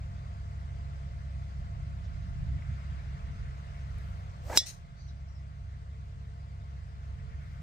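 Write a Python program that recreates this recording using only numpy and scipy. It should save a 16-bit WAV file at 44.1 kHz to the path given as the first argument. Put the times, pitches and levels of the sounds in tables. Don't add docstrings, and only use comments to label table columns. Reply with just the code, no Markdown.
import sys
import numpy as np
from scipy import signal
from scipy.fft import rfft, irfft
from scipy.io import wavfile
from scipy.ndimage import uniform_filter1d

SR = 44100
rng = np.random.default_rng(int(sys.argv[2]) if len(sys.argv) > 2 else 0)


def transcribe(signal):
    frames = np.atleast_2d(signal).T
    limited = np.clip(frames, -1, 1)
    pcm = np.round(limited * 32767).astype(np.int16)
    wavfile.write(sys.argv[1], SR, pcm)


N = 336042
TIME = np.arange(N) / SR
IMPACT_S = 4.574
EDGE_HZ = 15600

FIRING_HZ = (68.3, 48.5)
ENGINE_DB, ENGINE_DRIFT_HZ = -41, 0.12
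# [engine 0 or 1, multiple of the firing rate, level/dB relative to ENGINE_DB]
ENGINE_TONES = [(0, 1, 0), (0, 2, -8), (0, 2.6, -21), (0, 3, -26), (0, 3.33, -28), (0, 5, -41), (0, 8, -38),
                (0, 8.75, -36), (0, 9, -37), (0, 9.5, -39), (0, 10, -26), (0, 10.25, -34), (0, 10.5, -38),
                (0, 16.75, -38), (0, 29.75, -38), (0, 30.25, -38), (1, 1, -10), (1, 2, -4.5), (1, 2.7, -16)]
# [t/s, half length/s, level change/dB]
HUM_DIPS = [(3.5, 0.59, -1), (4.3, 0.16, -4.5), (4.67, 0.1, -20), (4.92, 0.068, -21)]
BLADE_HZ, BLADE_DB = 450, -78
# [t/s, half length/s, rise/dB]
BLADE_SWELLS = [(.6, 0.75, 8.5), (3.45, 0.47, 13), (4.05, 0.25, 7), (6.3, 1, 12.5), (7.2, 0.22, 8.5)]
RECEDE_DB_PER_S = 0.14

# [f/Hz, level/dB per Hz]
WIND_COLOUR = [(10, -25), (25, -8.5), (45, 0.5), (80, 0.5), (115, -4.5), (150, -6), (185, -13.5),
               (230, -25.5), (300, -41), (500, -57.5), (2000, -89.5)]
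BREEZE_DB = -45.5
# [t/s, half length/s, rise/dB]
WIND_GUSTS = [(1.85, 0.27, 4.1), (2.37, 0.26, 7.9), (2.56, 0.078, 6.4), (2.72, 0.039, 8.1),
              (2.969, 0.08, 5.6), (3.3, .15, 4.7), (4.07, 0.11, 4.3), (4.88, 0.069, 4.1), (7.3, 0.4, 3.5)]
BUFFET_DB, BUFFET_GROWTH = -79.5, 2.0

# [f/Hz, level/dB per Hz]
DRONE_COLOUR = [(150, -30), (300, -11.5), (450, -8), (500, -7.5), (580, -2.5), (700, -2.5), (880, -4.5),
                (1000, -5), (1140, 0), (1260, -9.5), (1500, -13.5), (4000, -60)]
RUSTLE_COLOUR = [(400, -29), (950, -5.5), (1350, 0.5), (1650, -2), (2100, -3), (2800, -11.5), (4000, -22),
                 (9000, -53.5)]
HISS_COLOUR = [(800, -22), (2800, 0.5), (4600, -1), (6400, -5.5), (8300, -8.5), (10000, -23), (13000, -23),
               (16000, -24)]
DRONE_DB, RUSTLE_DB, HISS_DB = -60, -63, -67.5
# [t/s, half length/s, level change/dB]
DRONE_CHANGES = [(1.5, .9, -0.5)]
# [t/s, half length/s, rise/dB]
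LEAF_SWELLS = [(3.0, 0.61, 5), (3.95, 0.41, 3.4), (7.6, 0.75, 3.1)]
HISS_SHARE = 0.29
FLUTTER_DB = 1.8
# [f/Hz, level/dB before wavering]
CRICKETS = [(4800, -88), (6270, -88.5)]

# [t/s, half length/s, centre f/Hz, level/dB]
SCUFFS = [(2.053, 0.021, 4340, -68), (2.623, 0.0018, 1750, -52.5), (3.985, 0.0018, 9400, -65),
          (4.063, 0.19, 10110, -83), (4.5712, 0.00076, 451, -36.5), (4.617, 0.0035, 482, -52),
          (6.88, 0.021, 7250, -83), (7.52, .15, 10500, -85)]

# [t/s, shaft whistle f/Hz, whoosh level/dB, head hiss level/dB]
SWING = [(4.41, 450, -68, -82), (4.455, 520, -58, -64), (4.475, 600, -52, -58.5),
         (4.488, 630, -49.5, -56.5), (4.501, 750, -36.5, -53.5), (4.513, 740, -41, -52.5),
         (4.525, 820, -40, -51.5), (4.552, 870, -40.5, -45), (4.567, 830, -44.5, -32.5),
         (4.582, 800, -67, -45), (4.63, 600, -80, -80)]
# [f/Hz, level/dB per Hz]
WAKE_COLOUR = [(100, -4.5), (300, -3.5), (600, 5.0), (1100, -4.0), (1800, -18), (3600, -28), (9000, -55)]
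HEAD_HISS_COLOUR = [(1000, -9.5), (2000, -1), (3200, 0), (5500, 3.5), (8000, 1.5), (10000, -7.5),
                    (15500, -5.0)]
BRIGHTEN_DB_PER_HZ, BRIGHT_FROM_HZ = 0.05, 810
# [t/s, half length/s, level/dB]
PUFF = (4.563, .011, -40.5)

# [f/Hz, peak level/dB, time to peak/s]
CRACK = [(1790, -20, 0.00025), (2530, -15.5, .00035), (3670, -14.5, 0.00065), (5282, -4, 0.00063),
         (7330, -15.5, 0.0019), (8400, -17.5, 0.0006), (13950, -20, 0.00063)]
# [f/Hz at contact, relative level/dB, time to fall 60 dB/s, time to swell/s]
HEAD_MODES = [(1735, -52, .3, .04), (1873, -37, .19, .045), (2169, -43, .12, .012), (2800, -55, .25, .02),
              (3350, -40, .15, .002), (3413, -27.5, .175, .008), (3795, -20, .04, .001),
              (3870, -24.5, .095, .01), (3985, -20.5, .05, .001), (4115, -39, .15, .002),
              (4279, -30, .07, .002), (4581, -35, .11, .002), (4726, -38, .2, .002), (4830, -26, .05, .001),
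              (5125, -21.5, .04, .001), (5278, -21.5, .125, .002), (5340, -33, .16, .002),
              (5427, -20, .055, .002), (5508, -28, .12, .002), (5552, -31, .11, .002),
              (5890, -11, .018, .0005), (5950, -38, .13, .004), (6015, -22, .095, .016),
              (6360, -35, .08, .002), (6650, -37, .07, .002), (6952, -27, .055, .002),
              (7160, -37, .11, .002), (7238, -37, .09, .002), (7380, -38, .12, .002),
              (7605, -31, .05, .002), (7760, -35, .06, .002), (7881, -39, .09, .002)]
# [f/Hz, level/dB per Hz]
SHELL_COLOUR = [(300, -35), (1500, -28), (3100, -14.5), (3800, -2.5), (4500, -8), (5500, -1), (6500, -9.5),
                (8300, -3), (10200, -12), (12200, -16.5), (13200, -13.5), (15500, -15)]
# [delay/s, level/dB]
REFLECTIONS = [(0.00663, -14), (0.0081, -23)]

# [f/Hz, level/dB per Hz]
SPLASH_COLOUR = [(500, -26), (1500, -20), (2900, -9), (3500, -18), (3900, -3), (4700, -9), (6000, -1),
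                 (6700, -0.5), (7400, -15), (8400, -7), (10000, -15), (15500, -21)]
# [delay/s, rise/s, time to fall 60 dB/s, level/dB, left over right level/dB]
NEAR_TREES = [(.08, 0.018, 0.24, -41, 4.5), (.104, 0.014, 0.15, -44, 1)]
# [delay/s, rise/s, time to fall 60 dB/s, level/dB, pitch ratio,
#                      lowest f/Hz, highest f/Hz, left over right level/dB]
FAR_TREES = [(.375, 0.049, 0.46, -59.5, 1.155, 3900, 6200, -.5),
             (.485, .015, 0.13, -60, 1.1, 5400, 6400, -.5), (.497, .01, 0.13, -56, 1.0, 3600, 5500, 1),
             (.68, .03, .4, -68.5, 1.06, 5200, 6300, 2), (.755, .02, .2, -65, 0.73, 4870, 5600, 1)]

AGC_THRESHOLD_DB, AGC_SHARE, AGC_ATTACK_S, AGC_RECOVERY_DB_PER_S = -25, 0.43, 0.36, 0.66


def gain_of(db):
    return 10 ** (np.asarray(db) / 20)


def evened(x):
    return x / np.sqrt(np.mean(x ** 2) + 1e-20)


def curves(rows):
    times, *columns = np.transpose(rows)
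    return [np.interp(TIME, times, column) for column in columns]


def swells(rows):
    return sum(db * np.exp(-((TIME - s) / length) ** 2) for s, length, db in rows)


def wander(rate_hz):
    hz = np.fft.rfftfreq(N, 1 / SR)
    return evened(irfft(rfft(rng.standard_normal(N)) * np.exp(-(hz / rate_hz) ** 2), N))


def noise(colour, same, left_lag_s=0):
    hz = np.fft.rfftfreq(N, 1 / SR)
    f, db = np.transpose(colour)
    shared = rfft(rng.standard_normal(N))
    own = rfft(rng.standard_normal((2, N)))
    shared = np.array([shared * np.exp(-2j * np.pi * hz * left_lag_s), shared])
    same = np.clip(same, 0, 1)
    mixed = np.sqrt(same) * shared + np.sqrt(1 - same) * own
    shape = gain_of(np.interp(np.log(hz + 1), np.log(f), db))
    return evened(irfft(mixed * shape, N))


def band(x, low_hz, high_hz):
    edges = [low_hz, min(high_hz, EDGE_HZ)]
    return evened(signal.sosfilt(signal.butter(3, edges, "band", fs=SR, output="sos"), x))


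def resonate(x, hz, width):
    turn = np.exp(2j * np.pi * np.cumsum(hz) / SR)
    r = np.exp(-np.pi * width / SR)
    return 2 * (turn * signal.lfilter([1 - r], [1, -r], x / turn)).real


def resonant_noise(first_hz, second_hz, width):
    return evened(resonate(resonate(rng.standard_normal(N), first_hz, width), second_hz, width))


def pan(db):
    return gain_of([[db / 2], [-db / 2]])


def flutter(x):
    z = signal.stft(x, nperseg=512, noverlap=384)[2]
    patches = rng.standard_normal(z.shape[1:])
    patches = uniform_filter1d(patches, size=5, axis=0)
    patches = evened(uniform_filter1d(patches, size=12, axis=1))
    flickering = z * gain_of(FLUTTER_DB * patches)
    return evened(signal.istft(flickering, nperseg=512, noverlap=384)[1][:, :N])


def mower():
    port_lag_s = np.array([[0], [19]]) / SR
    turns = [np.cumsum(hz + ENGINE_DRIFT_HZ * wander(0.6)) / SR - hz * port_lag_s for hz in FIRING_HZ]
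    dip_db, tones = swells(HUM_DIPS), 0
    for engine, multiple, db in ENGINE_TONES:
        drift = 0.014 * min(multiple, 8) * wander(12) + rng.random()
        bass = multiple * FIRING_HZ[engine] < 300
        change_db = dip_db if bass else 0.5 - RECEDE_DB_PER_S * TIME
        level = gain_of(db + change_db + wander(4.6))
        tones += level * np.sin(2 * np.pi * (multiple * turns[engine] + drift))
    blade_level = gain_of(BLADE_DB + swells(BLADE_SWELLS) + 2 * wander(8))
    blade_cycles = BLADE_HZ * (TIME - port_lag_s) + 0.22 * wander(14)
    blades = blade_level * np.sin(2 * np.pi * blade_cycles)
    return np.sqrt(2) * gain_of(ENGINE_DB) * tones * pan(-0.52) + blades


def wind():
    gust_db = swells(WIND_GUSTS) + wander(9.5)
    rumble = gain_of(BREEZE_DB + gust_db) * noise(WIND_COLOUR, 0.76)
    buffet_level = gain_of(BUFFET_DB + BUFFET_GROWTH * gust_db)
    buffet = buffet_level * band(rng.standard_normal((2, N)), 200.0, 280)
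    return (rumble + buffet) * pan(-2)


def air():
    swell_db = swells(LEAF_SWELLS)
    left_lag_s = -20 / SR
    drone_db = DRONE_DB + swells(DRONE_CHANGES) - RECEDE_DB_PER_S * TIME + 0.5 * wander(2.1)
    drone = gain_of(drone_db) * noise(DRONE_COLOUR, 0.98, left_lag_s) * pan(2.0)
    rustle_level = gain_of(RUSTLE_DB + swell_db + 0.18 * wander(15))
    rustle = rustle_level * flutter(noise(RUSTLE_COLOUR, 0.57, left_lag_s)) * pan(1.5)
    hiss_level = gain_of(HISS_DB + HISS_SHARE * swell_db)
    hiss = hiss_level * flutter(noise(HISS_COLOUR, 0.06, left_lag_s)) * pan(2.9)
    return drone + rustle + hiss


def crickets():
    out = 0
    for hz, db in CRICKETS:
        steady_hz = np.full(N, hz)
        out += gain_of(db + 3.5 * wander(9)) * resonant_noise(steady_hz, steady_hz, 70)
    return out


def scuffs():
    out = 0
    for s, length, hz, db in SCUFFS:
        friction = band(rng.standard_normal(N), hz / np.sqrt(2), hz * np.sqrt(2))
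        out += gain_of(db) * np.exp(-((TIME - s) / length) ** 2) * friction
    return out


def swing():
    hz, whoosh_db, hiss_db = curves(SWING)
    phase = 2 * np.pi * np.cumsum(hz * (1 + 0.05 * wander(160))) / SR
    vortex = gain_of(1.6 * wander(120)) * np.sin(phase)
    overtone = resonant_noise(2.0 * hz, 1.9 * hz, 200)
    eddies = gain_of(2.5 * wander(200)) * resonant_noise(2.4 * hz, 2.6 * hz, 600)
    upper = gain_of(-7.5) * overtone + gain_of(-12.0) * eddies
    upper *= gain_of(BRIGHTEN_DB_PER_HZ * (hz - BRIGHT_FROM_HZ))
    wake = noise(WAKE_COLOUR, 0.79)
    whoosh = gain_of(-0.2) * vortex + upper + gain_of(-2.5) * wake
    hiss = gain_of(1.2 * wander(200)) * noise(HEAD_HISS_COLOUR, 0.66)
    puff = gain_of(PUFF[2]) * np.exp(-((TIME - PUFF[0]) / PUFF[1]) ** 2)
    puff = puff * band(rng.standard_normal(N), 140, 240)
    moving = (TIME > SWING[0][0]) & (TIME < SWING[-1][0])
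    return moving * (gain_of(whoosh_db) * whoosh + gain_of(hiss_db) * hiss) + puff


def club(t, head_speed=30, arc_rate=15):
    receding = head_speed / 343
    doppler = (1 + receding) / (1 + receding * np.cos(np.minimum(arc_rate * t, np.pi)))
    ring_time = np.cumsum(doppler * (t > 0), axis=-1) / SR
    ring = 0
    for hz, db, t60, swell in HEAD_MODES:
        take_up = 1 - np.exp(-(t / swell) ** 2)
        beam_db = 2 * wander(60)[:t.shape[-1]]
        level = take_up * gain_of(db - 60 * t / t60 + beam_db)
        ring += level * np.sin(2 * np.pi * hz * ring_time)
    crack = 0
    for hz, db, rise in CRACK:
        burst = (t / rise * np.exp(1 - t / rise)) ** 2
        crack += gain_of(db) * burst * np.sin(2 * np.pi * hz * t)
    u = t / 0.0003
    push = gain_of(-7.5) * (1 - u) * np.exp(-u) * (1 - np.exp(-t / 0.00004))
    return push + crack + gain_of(1.0) * ring


def strike():
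    port_lag_s = np.array([[2], [0]]) / SR
    start, direct = round(IMPACT_S * SR), np.zeros((2, N))
    direct[:, start:start + SR] = club(np.maximum(TIME[:SR] - port_lag_s, 0))
    t = np.maximum(TIME - IMPACT_S, 0)
    clatter = noise(SHELL_COLOUR, 0.29)
    shell = gain_of(-20.0 - 60 * t / 0.04) * clatter
    shell += gain_of(-42.0 - 60 * t / 0.4) * band(clatter, 1700, 7500)
    shell += gain_of(-37.5 - 60 * t / 0.12) * band(clatter, 7100, 16000)
    shell *= 1 - np.exp(-t / 0.00057)
    bright = signal.sosfilt(signal.butter(4, 3000, "high", fs=SR, output="sos"), direct)
    near = sum(gain_of(db) * np.roll(bright, round(s * SR), axis=1) for s, db in REFLECTIONS)
    return direct + shell + near


def echo_level(delay, rise, t60, db):
    age = np.maximum(TIME - IMPACT_S - delay, 0)
    fall_db = 60 * np.maximum(age - rise, 0) / t60
    return np.minimum(age / rise, 1) * gain_of(db - fall_db + 1.3 * wander(70))


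def near_trees():
    out = 0
    for *shape, side_db in NEAR_TREES:
        out += echo_level(*shape) * flutter(noise(SPLASH_COLOUR, 0.12)) * pan(side_db)
    return out


def far_trees(hit):
    out = np.zeros((2, N))
    ring = hit.mean(0)[round(IMPACT_S * SR):][:SR // 4]
    ring = ring * (1 - np.exp(-TIME[:SR // 4] / 0.004))
    for *shape, pitch, low_hz, high_hz, side_db in FAR_TREES:
        shifted = band(signal.resample(ring, round(len(ring) / pitch)), low_hz, high_hz)
        shifted = shifted[None] / np.linalg.norm(shifted)
        scatter = echo_level(*shape) * rng.standard_normal((2, N))
        echo = signal.oaconvolve(scatter, shifted, axes=1)
        out += echo[:, :N] * pan(side_db)
    return out


def scene():
    course = mower() + wind() + air() + crickets()
    hit = strike()
    return course + scuffs() + swing() + hit + near_trees() + far_trees(hit)


def record(dry):
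    held = np.clip(dry, -0.9, 0.9)
    power = abs(uniform_filter1d((held ** 2).mean(0), size=441))
    power_db = 10 * np.log10(power + 1e-12)
    excess_db = np.maximum(power_db - AGC_THRESHOLD_DB, 0)
    recovery = AGC_RECOVERY_DB_PER_S * TIME
    cut_db = np.maximum.accumulate(AGC_SHARE * excess_db + recovery) - recovery
    ease = np.hanning(round(AGC_ATTACK_S * SR))
    ducked = held * gain_of(-signal.oaconvolve(cut_db, ease / ease.sum())[:N])
    low_pass = signal.firwin(255, EDGE_HZ, window=("kaiser", 9), fs=SR)
    return signal.oaconvolve(ducked, low_pass[None], "same")


dry = scene()
out = record(dry)
transcribe(out)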